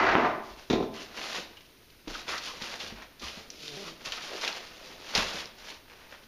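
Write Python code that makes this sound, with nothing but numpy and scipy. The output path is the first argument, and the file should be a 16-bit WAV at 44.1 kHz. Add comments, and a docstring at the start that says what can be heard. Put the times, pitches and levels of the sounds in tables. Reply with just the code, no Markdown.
"""Hands lift, turn and press foam blocks indoors: dense random slips crackle, filtered noise bursts snap,
decaying tones bump softly, and slow stick-slip pulses groan on the wood.
First a metal stand drags over a wooden table (filtered slips), then knocks and rocks to rest (pulses into modes).
A small room rings after it all (decaying noise); the sound is weak above 7 kHz, over a faint hiss."""
import sys
import numpy as np
from scipy import signal
from scipy.fft import rfft, irfft, next_fast_len
from scipy.io import wavfile
from scipy.ndimage import uniform_filter1d

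SR = 44100
rng = np.random.default_rng(int(sys.argv[2]) if len(sys.argv) > 2 else 0)


def volts(x):
    """Linear amplitude factor 10**(x/20) for a level x in dB, scalar or array-like."""
    e = np.asarray(x, float) / 20
    return 10 ** e


def transcribe(u):
    """Save the signal u as a 16-bit wav file named by the first command-line argument.

    u: samples, shape (n,) or (channels, n), limited to [-1, 1]; the rate is SR.
    q: integer samples, one column per channel.
    """
    v = np.clip(np.atleast_2d(u).T, -1, 1)
    q = np.round(v * 32767).astype(np.int16)
    wavfile.write(sys.argv[1], SR, q)


N = 276683
T = np.arange(N) / SR


def level(x, db):
    """Scale to an rms level."""
    return x * volts(db) / np.sqrt(np.mean(x ** 2))


def band(x, lo_hz, hi_hz, order=2):
    """Causal band-pass."""
    return signal.sosfilt(signal.butter(order, [lo_hz, min(hi_hz, .45 * SR)], "band", fs=SR, output="sos"), x)


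def colour(x, shape):
    """Filter by a gain curve of (Hz, dB) points, straight in log frequency."""
    hz, db = np.transpose(shape)
    size = next_fast_len(len(x))
    f = np.arange(size // 2 + 1) * SR / size + 1
    gain = volts(np.interp(np.log(f), np.log(hz), db))
    return irfft(rfft(x, size) * gain, size)[:len(x)]


def decay(t, t60_s):
    """Exponential decay, 60 dB in t60_s."""
    return volts(-60 * t / t60_s)


def slips(rate_hz, scatter_db):
    """Tiny random slips; a few are much larger than most."""
    size = volts(np.minimum(scatter_db * rng.exponential(size=N), 12))
    return (rng.random(N) < rate_hz / SR) * size * rng.standard_normal(N)


def flicker(rate_hz, depth_db):
    """A gain that wanders as the contact grips and lets go."""
    k = int(SR / rate_hz)
    steps = np.repeat(rng.standard_normal(N // k + 1), k)
    return volts(depth_db * uniform_filter1d(steps, k // 2)[:N])


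def ring(x, modes):
    """Decaying modes of an object; neighbours swing in opposite sense."""
    out = 0
    for k, (hz, db, t60_s) in enumerate(modes):
        r = np.exp(-np.log(1000) / (max(t60_s, .004) * SR))
        w = 2 * np.pi * hz / SR
        mode = signal.lfilter([0, r * np.sin(w)], [1, -2 * r * np.cos(w), r * r], x)
        out = out + (-1) ** k * volts(db) * mode
    return out


def add(out, s, piece):
    """Mix a piece in at s seconds."""
    i = int(s * SR)
    out[i:i + len(piece)] += piece[:N - i]


def stroke(s, length_s, rise_db_s, fall_db_s, swell_db=0):
    """Gain of one movement: it rises to s, holds or swells for its length, then dies away."""
    hold_db = swell_db * np.clip((T - s) / max(length_s, .005), 0, 1)
    rise_db = rise_db_s * np.maximum(s - T, 0)
    fall_db = fall_db_s * np.maximum(T - s - length_s, 0)
    return volts(hold_db - rise_db - fall_db)


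# crackle spectrum of slipping cells: f/Hz, level/dB per Hz
CELL_SPECTRUM = [(700, -28), (1200, -6), (1920, -5), (2500, 2), (4740, 1.5), (6500, -3.5), (11000, 1),
                 (16000, -31)]
# strokes of foam on foam, hand or wood: t/s, length/s, crackle level/dB, swell over the stroke/dB,
# rustle of the block re crackle/dB
FOAM_STROKES = [(0.434, 0.082, -54.5, 1, -3), (0.582, 0.17, -50, -12, -4), (0.942, 0.084, -47, 3, -3),
                (1.06, 0.1, -56.5, 6, 0), (1.172, 0.21, -40, 2, -4.5), (1.576, .06, -59, -6, -6),
                (2.103, 0.1, -42.5, -0.5, -4), (2.291, 0.077, -35, -3, -4), (2.418, 0.061, -43, 6.5, -8.5),
                (2.562, .04, -48, 1, -7), (2.617, 0.12, -41, 2, -4), (2.805, 0.068, -40, -1, -5),
                (2.964, 0.061, -56, 0, 4), (3.224, 0.064, -40, 0.5, -8.5), (3.345, 0.058, -46.5, 2, -8.5),
                (3.521, .17, -52, 12.5, -38), (3.71, 0.17, -43, 1.5, -10.5), (4.008, 0.023, -51, 1, -4),
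                (4.062, 0.033, -37, -4.5, -7), (4.113, 0.26, -43.5, 4, -3.5),
                (4.431, 0.054, -34.5, -2, -2.5), (4.562, 0.11, -42.5, -5.5, -5.5),
                (4.71, 0.29, -52.5, 2.5, -4), (5.002, 0.11, -54.5, 14, -4), (5.16, 0.017, -29.5, 1.5, -0.5),
                (5.18, 0.22, -41, 4, -4), (5.584, 0.12, -49.5, 5.5, -5), (5.89, 0.21, -59, -5, 4),
                (6.11, 0.028, -56.5, 3, 3)]
GRIP_DB_S, RELEASE_DB_S = 602, 185  # how fast a stroke takes hold and lets go
HOLLOW_DB, HOLLOW_GROWTH_DB_PER_DB = -33.5, 0.55  # hollow body, dB it gains per dB of crackle
RESTING_DB = -65  # hands that barely move


def foam():
    """Cells slip by the thousand: a bright crackle, and duller layers from the block that carries it."""
    crackle = level(colour(slips(7000, 0.37), CELL_SPECTRUM) * flicker(45, 1.14), 0)
    rustle = level(band(slips(4000, 0.61), 422, 2630) * flicker(90, 2.4), 0)
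    hollow = level(band(slips(2500, 2.6), 185, 580) * flicker(60, 2.5), 0)
    bright_power = dull_power = volts(RESTING_DB) ** 2
    for s, length_s, db, swell_db, rustle_db in FOAM_STROKES:
        power = (volts(db) * stroke(s, length_s, GRIP_DB_S, RELEASE_DB_S, swell_db)) ** 2
        bright_power = bright_power + power
        dull_power = dull_power + power * volts(rustle_db) ** 2
    bright, dull = np.sqrt(bright_power), np.sqrt(dull_power)
    body = volts(HOLLOW_DB) * bright ** HOLLOW_GROWTH_DB_PER_DB * hollow
    uneven = flicker(22, 0.99)  # no stroke is even
    return uneven * (bright * crackle + body + dull * rustle)


# cells let go together, in short cracks and longer tears: t/s, level before decay/dB, centre f/Hz, t60/s
FOAM_SNAPS = [(1.176, -37, 2220, 0.098), (1.351, -33.5, 3050, 0.093), (1.571, -46.5, 2850, .048),
              (1.607, -47, 2500, 0.041), (1.902, -51, 3250, .037), (2.0786, -39.5, 3320, 0.063),
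              (2.146, -38, 3050, 0.099), (2.281, -39, 2980, 0.061), (2.379, -29.5, 3870, 0.045),
              (2.621, -33.5, 3480, .07), (2.8, -36, 3000, 0.16), (3.021, -44, 1630, 0.13),
              (3.196, -45, 3960, .087), (3.223, -48, 3160, 0.07), (3.503, -36.5, 5200, 0.032),
              (4.057, -36, 3400, .07), (4.121, -28.5, 3160, 0.082), (4.412, -34, 4000, 0.092),
              (4.433, -29, 3300, 0.033), (4.448, -24, 3000, 0.03), (4.477, -22, 3120, 0.039),
              (4.872, -48, 4420, 0.081), (5.151, -18, 4040, 0.048), (5.177, -16.5, 2870, .02),
              (5.898, -52, 2060, 0.1), (6.234, -52.5, 3600, 0.076)]


def snaps():
    """Each snap is a noise burst of many slips that starts at once and dies away."""
    out, t = np.zeros(N), T[:8000]
    noises = rng.standard_normal((len(FOAM_SNAPS), len(t)))
    for (s, db, hz, t60_s), noise in zip(FOAM_SNAPS, noises):
        burst = level(band(noise, hz / 1.24, hz * 1.38, order=1), db)
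        add(out, s, burst * decay(t, max(t60_s, .004)))
    return out


# one cell wall bursts: t/s, level before band-pass/dB, f/Hz
WALL_TICKS = [(2.2813, -25, 2400), (3.284, -24.5, 3210), (3.5029, -24, 5800), (3.6807, -22, 3720),
              (4.5282, -22, 4600), (5.0873, -35, 2880), (5.2838, -21, 4140), (5.457, -25, 5130)]
TICK_T60_S = .004


def ticks():
    """A single sharp click that rings for a few cycles."""
    out, t = np.zeros(N), T[:600]
    for s, db, hz in WALL_TICKS:
        tone = np.sin(2 * np.pi * hz * t) * decay(t, TICK_T60_S)
        add(out, s, volts(db) * band(tone, 1200, 9000, order=1))
    return out


# rubbing that settles on one resonance of the block: t/s, length/s, f/Hz, level before fades/dB
RUB_SQUEAKS = [(.948, 0.083, 2900, -52), (1.565, 0.025, 3000, -52.5), (2.147, 0.021, 1410, -40.5),
               (2.303, 0.1, 1290, -41), (2.312, 0.076, 1900, -42), (2.47, 0.057, 1110, -48),
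               (3.225, 0.043, 1170, -47.5), (3.837, .069, 1220, -49.5), (4.048, 0.041, 1240, -47.5),
               (4.295, .077, 500, -44), (4.482, 0.061, 820, -53), (4.723, 0.35, 526, -60)]
SQUEAK_WIDTH_HZ = 330


def squeaks():
    """Dense slips heard through one broad resonance, swelling and fading."""
    out, grip = np.zeros(N), slips(6000, 1.9)
    for s, length_s, hz, db in RUB_SQUEAKS:
        piece = grip[int(s * SR):int((s + length_s) * SR)]
        tone = level(band(piece, hz - SQUEAK_WIDTH_HZ / 2, hz + SQUEAK_WIDTH_HZ / 2), db)
        add(out, s, tone * signal.windows.tukey(len(piece), .6))
    return out


# soft bumps of a block: t/s, level/dB, centre f/Hz, deep thud re level/dB, thud f/Hz
BLOCK_BUMPS = [(0.499, -49, 300, 1.5, 48.7), (1.385, -36.5, 510, -30, 29.8), (2.074, -32, 302, -9, 29.6),
               (2.281, -45, 323, -7, 66.5), (2.536, -41, 472, -16.5, 43), (2.618, -37.5, 224, -22, 66),
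               (2.836, -40.5, 335, -15, 77.3), (2.924, -38, 225, -7.5, 47.4), (3.232, -38.5, 209, -6, 69),
               (3.372, -39, 215, -20.5, 82), (4.065, -43.5, 320, -9, 30.6), (5.152, -31, 505, -6, 30),
               (5.18, -29, 206, -13.5, 78), (5.345, -37.5, 210, -22, 60.4)]


def bumps():
    """A soft block lands: a dull knock at its own pitch over a deep thud."""
    out, t = np.zeros(N), T[:12000]
    noises = rng.standard_normal((len(BLOCK_BUMPS), len(t)))
    for (s, db, hz, deep_db, deep_hz), noise in zip(BLOCK_BUMPS, noises):
        tone = np.sin(2 * np.pi * hz * t) * decay(t, 0.053)
        brush = level(band(noise, hz / 3.1, hz * 1.54, order=1), -8) * decay(t, 0.17)
        thud = np.sin(2 * np.pi * deep_hz * t) * np.minimum(t / 0.016, 1) * decay(t, 0.45)
        add(out, s, volts(db) * (tone + brush + volts(deep_db) * thud))
    return out


# slow stick-slip slide, slip rate stepping row by row: t/s, length/s, mean slip rate f/Hz, level/dB
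SLIDE_GROAN = [(3.642, 0.018, 150.6, -55), (3.716, 0.035, 142.2, -48), (3.775, 0.055, 197.4, -47.5),
               (3.863, 0.037, 161.8, -53.5)]
GROAN_RISE_DB_S, GROAN_FALL_DB_S = 314, 350


def groan():
    """Stick-slip pulses, each cycle a little different, through the hollow of the block."""
    starts, _, rates_hz, _ = np.transpose(SLIDE_GROAN)
    hz = rates_hz[np.maximum(np.searchsorted(starts - .01, T) - 1, 0)]
    gain = 0
    for s, length_s, _, db in SLIDE_GROAN:
        gain = gain + volts(db) * stroke(s, length_s, GROAN_RISE_DB_S, GROAN_FALL_DB_S)
    cycle = np.floor(np.cumsum(hz * flicker(150, 0.21)) / SR).astype(int)
    pulses = np.diff(cycle, prepend=0) * volts(2.0 * rng.standard_normal(N))
    low, middle, high = band(pulses, 75, 184), band(pulses, 306, 473), band(pulses, 527, 670)
    return gain * level(low + volts(2.5) * middle + volts(-3) * high, 0)


# metal foot on wood, bright until it catches, then duller:
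# t/s, length/s, level/dB; re level: low scrape/dB, table boom/dB, edge rasp/dB
FOOT_DRAG = [(0.0, 0.143, -27.5, -3, -7, -25.5), (.165, 0.094, -37, 8.5, 4, -31)]
DRAG_RISE_DB_S, DRAG_FALL_DB_S = 1487, [893, 131.5]  # stopped dead, then coasting out
DRAG_DEEP_DB = -25  # the whole table shudders
# table top modes, free decay: f/Hz, level/dB, t60/s
TABLE_MODES = [(36.4, -27, 0.42), (69.7, -23, 0.48), (115, -10, 0.082), (150, -9, 0.093),
               (212.4, -3.5, 0.11), (253, 1, 0.069), (327, -6, 0.19), (374.6, -2.5, 0.19), (449, 2, 0.062),
               (511, -4.5, 0.093), (647, -3.5, 0.077), (735, 2, 0.053), (896, -1, 0.031), (1030, -5, 0.15),
               (1333, -1.5, 0.049)]


def drag():
    """The foot chatters over the grain and shakes the table top."""
    chatter, out = slips(12000, 1.2) * flicker(88.8, 1.0), 0
    damped_modes = [(hz, db, 0.32 * t60_s) for hz, db, t60_s in TABLE_MODES]
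    scrape = level(band(chatter, 840, 2020), 0)
    low = level(band(chatter, 600, 1304), 0)
    boom = level(band(ring(chatter, damped_modes), 66, 390), 0)
    deep = level(band(chatter, 25, 89), 0)
    rasp = level(band(chatter, 2570, 4130), 0)
    for (s, length_s, db, low_db, boom_db, rasp_db), fall_db_s in zip(FOOT_DRAG, DRAG_FALL_DB_S):
        mix = scrape + volts(DRAG_DEEP_DB) * deep
        mix = mix + volts(low_db) * low + volts(boom_db) * boom + volts(rasp_db) * rasp
        out = out + volts(db) * stroke(s, length_s, DRAG_RISE_DB_S, fall_db_s) * mix
    return out


# knocks on the table: t/s, push level/dB, metal rattle re push/dB, contact/ms, click re push/dB;
# each layer also has a common gain in knocks()
TABLE_KNOCKS = [(0.1531, -23.5, -27, 0.39, 5), (0.7, -15, -16.5, 2.15, -8.5), (.728, -17, -18, 1.32, -10),
                (.755, -28.5, -33, 0.31, -20), (.78, -25.5, -25, 0.94, -22.5),
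                (.803, -21.5, -28.5, 1.34, -6.5), (.826, -25, -23, 0.96, -15)]
# loose metal modes: f/Hz, level/dB, t60/s
METAL_MODES = [(2400, 7.5, .006), (3600, 19, 0.0064), (4300, -25, .008), (5100, -8, .006)]


def knocks():
    """Short pushes ring the table, hard ones click through the air; the loose metal rattles after each."""
    push, click, rattle, t = np.zeros(N), np.zeros(N), np.zeros(N), T[:9000]
    noises = rng.standard_normal((len(TABLE_KNOCKS), len(t)))
    for (s, db, metal_db, contact_ms, click_db), noise in zip(TABLE_KNOCKS, noises):
        shape = np.hanning(int(max(contact_ms, .1) * SR / 1000) + 3)
        shape = shape / shape.sum()
        add(push, s, volts(db) * shape)
        add(click, s, volts(db + click_db) * shape)
        add(rattle, s, volts(db + metal_db) * noise * decay(t, 0.18))
    wood = volts(-4.5) * ring(push, TABLE_MODES)
    snap = volts(37.0) * band(click, 120, 3200, order=1)
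    metal = volts(-28.5) * ring(rattle, METAL_MODES)
    clatter = volts(12.5) * band(rattle, 500, 2000, order=1)
    return wood + snap + metal + clatter


# room decay: centre f/Hz, t60/s
ROOM_DECAY = [(150, 0.63), (600, 0.68), (2400, 0.51), (7000, 0.28)]


def room(x):
    """A short noisy tail, dying fastest in the treble."""
    t, tail = T[:SR], 0
    for hz, t60_s in ROOM_DECAY:
        tail = tail + band(rng.standard_normal(SR), hz / 2, hz * 2) * decay(t, t60_s)
    tail = tail / np.sqrt(np.sum(tail ** 2))
    return signal.fftconvolve(x, np.minimum(t / 0.015, 1) * tail)[:N]


# room air spectrum: f/Hz, level/dB per Hz
AIR_SPECTRUM = [(20, 0.5), (80, -3), (135, -9), (256, -9), (390, -8), (800, -32), (2500, -17.5),
                (6500, -20.5), (16000, -26.5)]
AIR_DB = -59.5


def air():
    """Steady background: coloured noise, strongest in the bass."""
    return level(colour(rng.standard_normal(N), AIR_SPECTRUM), AIR_DB)


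CHAIN_RESPONSE = [(20, 2), (6000, 0), (7000, -5.5), (7800, -19.5), (11000, -19), (13000, -9), (16000, -52)]
# hiss spectrum: f/Hz, level/dB per Hz
HISS_SPECTRUM = [(20, -36), (6000, -37), (8500, -6.5), (15200, -3), (15500, -61)]
HISS_DB = -68  # before the dips
# narrow dips of the chain: f/Hz, width/Hz
CHAIN_DIPS = [(7950, 310), (11900, 47)]


def recording_chain(x):
    """The chain as a whole is weak above 7 kHz and hisses, with narrow dips near 8 and 12 kHz."""
    hiss = level(colour(rng.standard_normal(N), HISS_SPECTRUM), HISS_DB)
    out = colour(x, CHAIN_RESPONSE) + hiss
    for hz, width_hz in CHAIN_DIPS:
        out = signal.filtfilt(*signal.iirnotch(hz, hz / width_hz, SR), out)
    return out


def scene():
    """Table sounds fill the room more than the light foam does."""
    hands = foam() + snaps() + ticks() + squeaks() + bumps() + groan()
    table = drag() + knocks()
    echo = room(volts(-9) * table + volts(-10.5) * hands)
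    return (table + hands + echo + air())[None]


def low_pass(x):
    """Removes everything above the highest recorded frequency."""
    return signal.sosfilt(signal.butter(12, 15480, fs=SR, output="sos"), x)


def record(dry):
    """Pass the scene through the whole recording chain."""
    mix = recording_chain(dry[0])
    return low_pass(mix[None])


dry = scene()
out = record(dry)
transcribe(out)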